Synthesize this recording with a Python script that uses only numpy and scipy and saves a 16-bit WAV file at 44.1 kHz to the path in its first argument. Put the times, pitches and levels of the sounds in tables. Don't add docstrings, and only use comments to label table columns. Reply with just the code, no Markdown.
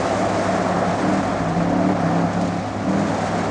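import sys
import numpy as np
from scipy import signal
from scipy.fft import rfft, irfft
from scipy.io import wavfile
from scipy.ndimage import uniform_filter1d

SR = 44100
rng = np.random.default_rng(int(sys.argv[2]) if len(sys.argv) > 2 else 0)


def waveform_to_disk(signal):
    frames = np.transpose(np.atleast_2d(signal))
    scaled = np.clip(frames, -1, 1) * 32767
    samples = np.round(scaled).astype(np.int16)
    wavfile.write(sys.argv[1], SR, samples)


def invert_db(level):
    return 10 ** (np.asarray(level, dtype=float) / 20)


N = 154350

# time_s, cycle_hz
ENGINE_SPEED = [(0, 36.4), (.18, 37.2), (.36, 39.4), (.5, 37.3), (.62, 38), (.74, 35.6), (.95, 35.7),
                (1.02, 37), (1.2, 39.4), (1.44, 32.6), (1.91, 37.4), (2.04, 33.2), (2.36, 35.2),
                (2.75, 34.5), (3.04, 40.8), (3.2, 40.4), (3.4, 43.6), (3.5, 43.6)]
# start_s, length_s, start_db, end_db, upper_orders_db
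THROTTLE_STABS = [(.1, .3, -33, -30, 0), (.48, .15, -29, -25, -3), (.68, .15, -25, -22, -9),
                  (.87, .1, -26, -29, -5), (1.03, .19, -24, -24, 0), (1.38, .22, -25, -22, -8),
                  (1.56, .38, -24, -20, -1), (2.03, .25, -21, -21, -3), (2.35, .27, -23, -28, -2),
                  (2.85, .21, -21, -21, -3), (3.06, .11, -28, -28, 1), (3.22, .23, -30, -24, -18)]
# order, level_db
ENGINE_ORDERS = [(4, -4), (5, 0), (6, -5), (7, -2), (8, -1.5), (9, -6), (10, -2), (13, -4), (15, 0),
                 (16, -5)]
# pitch_hz, gain_db
EXHAUST_PIPE = [(140, -18), (162, -1), (195, -1), (226, -16), (258, -3), (305, 0), (350, -14), (520, -12)]
# time_s, scrub_db, ring_over_scrub_db, nearness_db
TYRE_PATH = [(0, -28, -1, 3), (.2, -29.5, 5.5, 3), (.5, -28, 2, 2.5), (.84, -28, 4, 1), (1.1, -29.5, -1, 2),
             (1.35, -29.5, 0.5, 0), (1.6, -32, 5.5, -1.5), (1.95, -30.5, 2, -1), (2.12, -30, 6.5, -1),
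             (2.35, -32.5, 4.5, -1), (2.55, -35, 6.5, -1), (2.75, -35.5, 1.5, -2.5), (3.0, -30, -2, 0.5),
             (3.25, -30.5, 3.5, 2), (3.5, -30.5, 1, 1)]
# time_s, pitch_hz
TREAD_RING = [
    (0, 670),
    (.3, 655),
    (.8, 690),
    (1.1, 710),
    (1.4, 690),
    (1.9, 705),
    (2.4, 710),
    (2.85, 705),
    (3.2, 745),
    (3.5, 740),
]
# ratio_to_ring, width_hz, level_db
CARCASS_MODES = [(.79, 70, -9), (1, 90, 0), (1.14, 80, -5)]
# pitch_hz, density_db_per_hz
ROAR_SPECTRUM = [(190, -29), (330, -3), (448, -3.5), (672, 2), (920, -6), (1200, -7), (1790, -14),
                 (2000, -19), (3000, -37), (3900, -66), (6600, -120)]
# pitch_hz, density_db_per_hz
SPRAY_SPECTRUM = [(1290, -6), (2200, -1.5), (2740, -7.5), (6830, -12), (8710, -20), (9740, -27.5),
                  (12700, -57), (21400, -120)]
# start_s, level_db
ARCH_STONES = [
    (2.33, -32),
    (2.411, -28),
    (2.447, -35),
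    (2.474, -31.5),
    (2.686, -42),
    (2.889, -34),
    (2.99, -31.5),
    (3.258, -34),
    (3.383, -32),
]
# time_s, surge_db
SCRUB_SURGES = [
    (0.982, 2),
    (1.229, 2),
    (1.601, 4),
    (1.888, 4.5),
    (1.948, 1.5),
    (2.349, 2),
]
# multiple, level_db
PARKED_HUM = [(2, -46), (3, -34.5), (4, -48), (5, -41), (8, -44)]
# pitch_hz, density_db_per_hz
RUMBLE_SPECTRUM = [(12, -62.5), (20, -17), (54, -29.5), (86, -9.5), (129, -16), (177, 0), (275, -2.5),
                   (400, -26.5), (520, -42), (880, -120)]
# time_s, level_db
WIND_GUSTS = [
    (0, -57),
    (.45, -58),
    (.5, -48),
    (.58, -58),
    (1.17, -55),
    (1.25, -41),
    (1.82, -40),
    (1.9, -58),
    (3.5, -54),
]


def evened(x):
    return x / np.sqrt(np.mean(x ** 2) + 1e-20)


def along(table):
    rows = np.transpose(table)
    return [np.interp(np.arange(N) / SR, rows[0], column) for column in rows[1:]]


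def drift(rate_hz):
    noise = rng.standard_normal(N + SR)
    lowpass = signal.butter(2, rate_hz, fs=SR, output="sos")
    return evened(signal.sosfilt(lowpass, noise)[SR:])


def tone(hz):
    return np.sqrt(2) * np.cos(2 * np.pi * np.cumsum(hz) / SR)


def resonate(x, hz, width_hz):
    turn = np.exp(2j * np.pi * np.cumsum(hz * np.ones(len(x))) / SR)
    r = np.exp(-np.pi * width_hz / SR)
    return 2 * (turn * signal.lfilter([1 - r], [1, -r], x / turn)).real


def coloured(x, spectrum):
    hz = np.fft.rfftfreq(len(x), 1 / SR)
    f, db = np.transpose(spectrum)
    f = np.r_[f[0] * .7, f, f[-1] * 1.3]
    db = np.r_[db[0] - 40, db, db[-1] - 40]
    gain = invert_db(np.interp(np.log(hz + 1), np.log(f), db))
    return evened(irfft(rfft(x) * gain, len(x)))


def patchy(patchy_db, span_bins):
    real, imag, patches = rng.standard_normal((N // 64 + 5, 129, 3)).T
    patches = uniform_filter1d(patches, size=4, axis=0)
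    patches = evened(uniform_filter1d(patches, size=span_bins, axis=1))
    cells = (real + 1j * imag) * invert_db(patchy_db * patches)
    return signal.istft(cells, nperseg=256, noverlap=192)[1][:N]


def throttle():
    open_s, close_s, upper_smooth_s, coast_db = .04, .06, .09, -36
    t = np.arange(N) / SR
    load = upper = invert_db(coast_db) * np.ones(N)
    for s, length, start_db, end_db, upper_db in THROTTLE_STABS:
        opening, closing = (t - s) / open_s + .5, (s + length - t) / close_s + .5
        gate = np.clip(np.minimum(opening, closing), 0, 1)
        push = gate * invert_db(start_db + (end_db - start_db) * np.clip((t - s) / length, 0, 1))
        load = np.maximum(load, push)
        upper = np.maximum(upper * (1 - gate), push * invert_db(upper_db))
    return load, uniform_filter1d(upper, size=round(upper_smooth_s * SR))


def engine():
    waver_db, jitter = .6, .001
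    rasp_db, rasp_hz, rasp_width_hz = -21, 240, 160
    load, upper = throttle()
    cycle_hz = along(ENGINE_SPEED)[0]
    turns = np.cumsum(cycle_hz * (1 + jitter * drift(19))) / SR
    pipe_hz, pipe_db = np.transpose(EXHAUST_PIPE)
    orders = np.zeros(N)
    for k, db in ENGINE_ORDERS:
        pipe_gain_db = np.interp(np.log(k * cycle_hz), np.log(pipe_hz), pipe_db)
        level = np.sqrt(2) * invert_db(db + pipe_gain_db + waver_db * drift(5.5))
        orders += (upper if k > 5 else load) * level * np.cos(2 * np.pi * (k * turns + rng.random()))
    puffs = np.exp(-(5 * turns % 1) / .3) * rng.standard_normal(N)
    rasp = resonate(resonate(puffs, rasp_hz, rasp_width_hz), rasp_hz, rasp_width_hz)
    return orders + load * invert_db(rasp_db) * evened(rasp)


def tyres():
    scrub_db, ring_db, near_db = along(TYRE_PATH)
    grip_db, stones = scrub_surges(), gravel()
    grind = evened(patchy(patchy_db=0.5, span_bins=14))
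    roar = invert_db(5.5) * coloured(grind + invert_db(-9.5) * stones, ROAR_SPECTRUM)
    roar += invert_db(-1.5 + ring_db) * tread_ring()
    spray_db = -38.5 + near_db + .15 * grip_db
    spray_db += 0.5 * drift(18) + .4 * drift(6.4)
    return invert_db(scrub_db + grip_db) * roar + invert_db(spray_db) * stone_spray(stones, near_db) + arch_knocks()


def scrub_surges():
    dip_db, dip_s, surge_s = -9, .01, .015
    t = np.arange(N) / SR
    grip_db = 0.43 * drift(27)
    for s, surge_db in SCRUB_SURGES:
        dip = dip_db * np.exp(-abs(t - s) / dip_s)
        surge = surge_db * np.exp(-abs(t - s) / surge_s)
        grip_db += np.where(t < s, dip, surge)
    return grip_db


def gravel():
    stones_per_s, spread_db = 1300, 2
    size = invert_db(spread_db * np.minimum(rng.exponential(1, N), 4))
    size = size * (rng.random(N) < stones_per_s / SR)
    crunch = rng.standard_normal(90) * np.exp(-np.arange(90) / 25)
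    return evened(signal.oaconvolve(size, crunch)[:N])


def tread_ring():
    squeal_share, squeal_wander, swell_db = .55, .05, .5
    ring_hz = along(TREAD_RING)[0]
    rings = np.zeros(N)
    for ratio, width_hz, db in CARCASS_MODES:
        mode_hz = ratio * ring_hz
        mode = resonate(rng.standard_normal(N), mode_hz * (1 + 0.0066 * drift(2)), width_hz)
        mode = resonate(mode, mode_hz, 2 * width_hz)
        rings += invert_db(db + swell_db * drift(1.8)) * evened(mode)
    squeal = tone(ring_hz * (1 + squeal_wander * drift(23.8)))
    return evened((1 - squeal_share) * evened(rings) + squeal_share * squeal)


def stone_spray(stones, near_db):
    fizz_hz, lull_at_s, lull_s, lull_db = 6420, 1.755, .014, -12
    grit = evened(patchy(patchy_db=0.87, span_bins=8))
    spray = coloured(grit + invert_db(-23.5) * stones, SPRAY_SPECTRUM)
    hiss = signal.sosfiltfilt(signal.butter(2, fizz_hz, fs=SR, output="sos"), spray)
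    lull = lull_db * np.exp(-((np.arange(N) / SR - lull_at_s) / lull_s) ** 2)
    return hiss + (spray - hiss) * invert_db(near_db + lull + 0.97 * drift(49))


def arch_knocks():
    t, hits = np.arange(0, .03, 1 / SR), np.zeros(N)
    attack = np.minimum(t / 0.0037, 1)
    for s, db in ARCH_STONES:
        at = round(s * SR)
        hits[at:at + len(t)] += invert_db(db - 60 * t / 0.087) * attack * rng.standard_normal(len(t))
    return signal.sosfilt(signal.butter(3, [3200, 7800], "band", fs=SR, output="sos"), hits)


def parked():
    idle_hz, jitter, waver_db, waver_hz, rumble_db = 34.5, .009, 2.2, 14, -29
    turns = np.cumsum(idle_hz * (1 + jitter * drift(5.6))) / SR
    hum = np.zeros(N)
    for k, db in PARKED_HUM:
        level = np.sqrt(2) * invert_db(db + waver_db * drift(waver_hz))
        hum += level * np.cos(2 * np.pi * (k * turns + rng.random()))
    return hum + invert_db(rumble_db) * coloured(rng.standard_normal(N), RUMBLE_SPECTRUM)


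def wind():
    port_hz, width_hz, flutter_share = 52, 14, .75
    boom = resonate(rng.standard_normal(N), port_hz, width_hz)
    boom = evened(resonate(boom, port_hz, 2 * width_hz))
    flutter = tone(port_hz * (1 + .02 * drift(3.7)))
    return invert_db(along(WIND_GUSTS)[0]) * (flutter_share * flutter + (1 - flutter_share) * boom)


def scene():
    return (engine() + tyres() + parked() + wind())[None]


def roll_off(x):
    return signal.sosfilt(signal.butter(12, 12470, fs=SR, output="sos"), x)


def record(dry):
    edge_hz, image_hz, image_db = 9950, 12250, -31
    band_limit = signal.firwin(767, edge_hz, window=("kaiser", 10), fs=SR)
    x = signal.oaconvolve(dry, band_limit[None], "same")
    flipped = x * (-1.) ** np.arange(N)
    mirror = signal.sosfilt(signal.butter(12, image_hz, fs=SR, output="sos"), flipped)
    return roll_off(x + invert_db(image_db) * mirror)


dry = scene()
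out = record(dry)
waveform_to_disk(out)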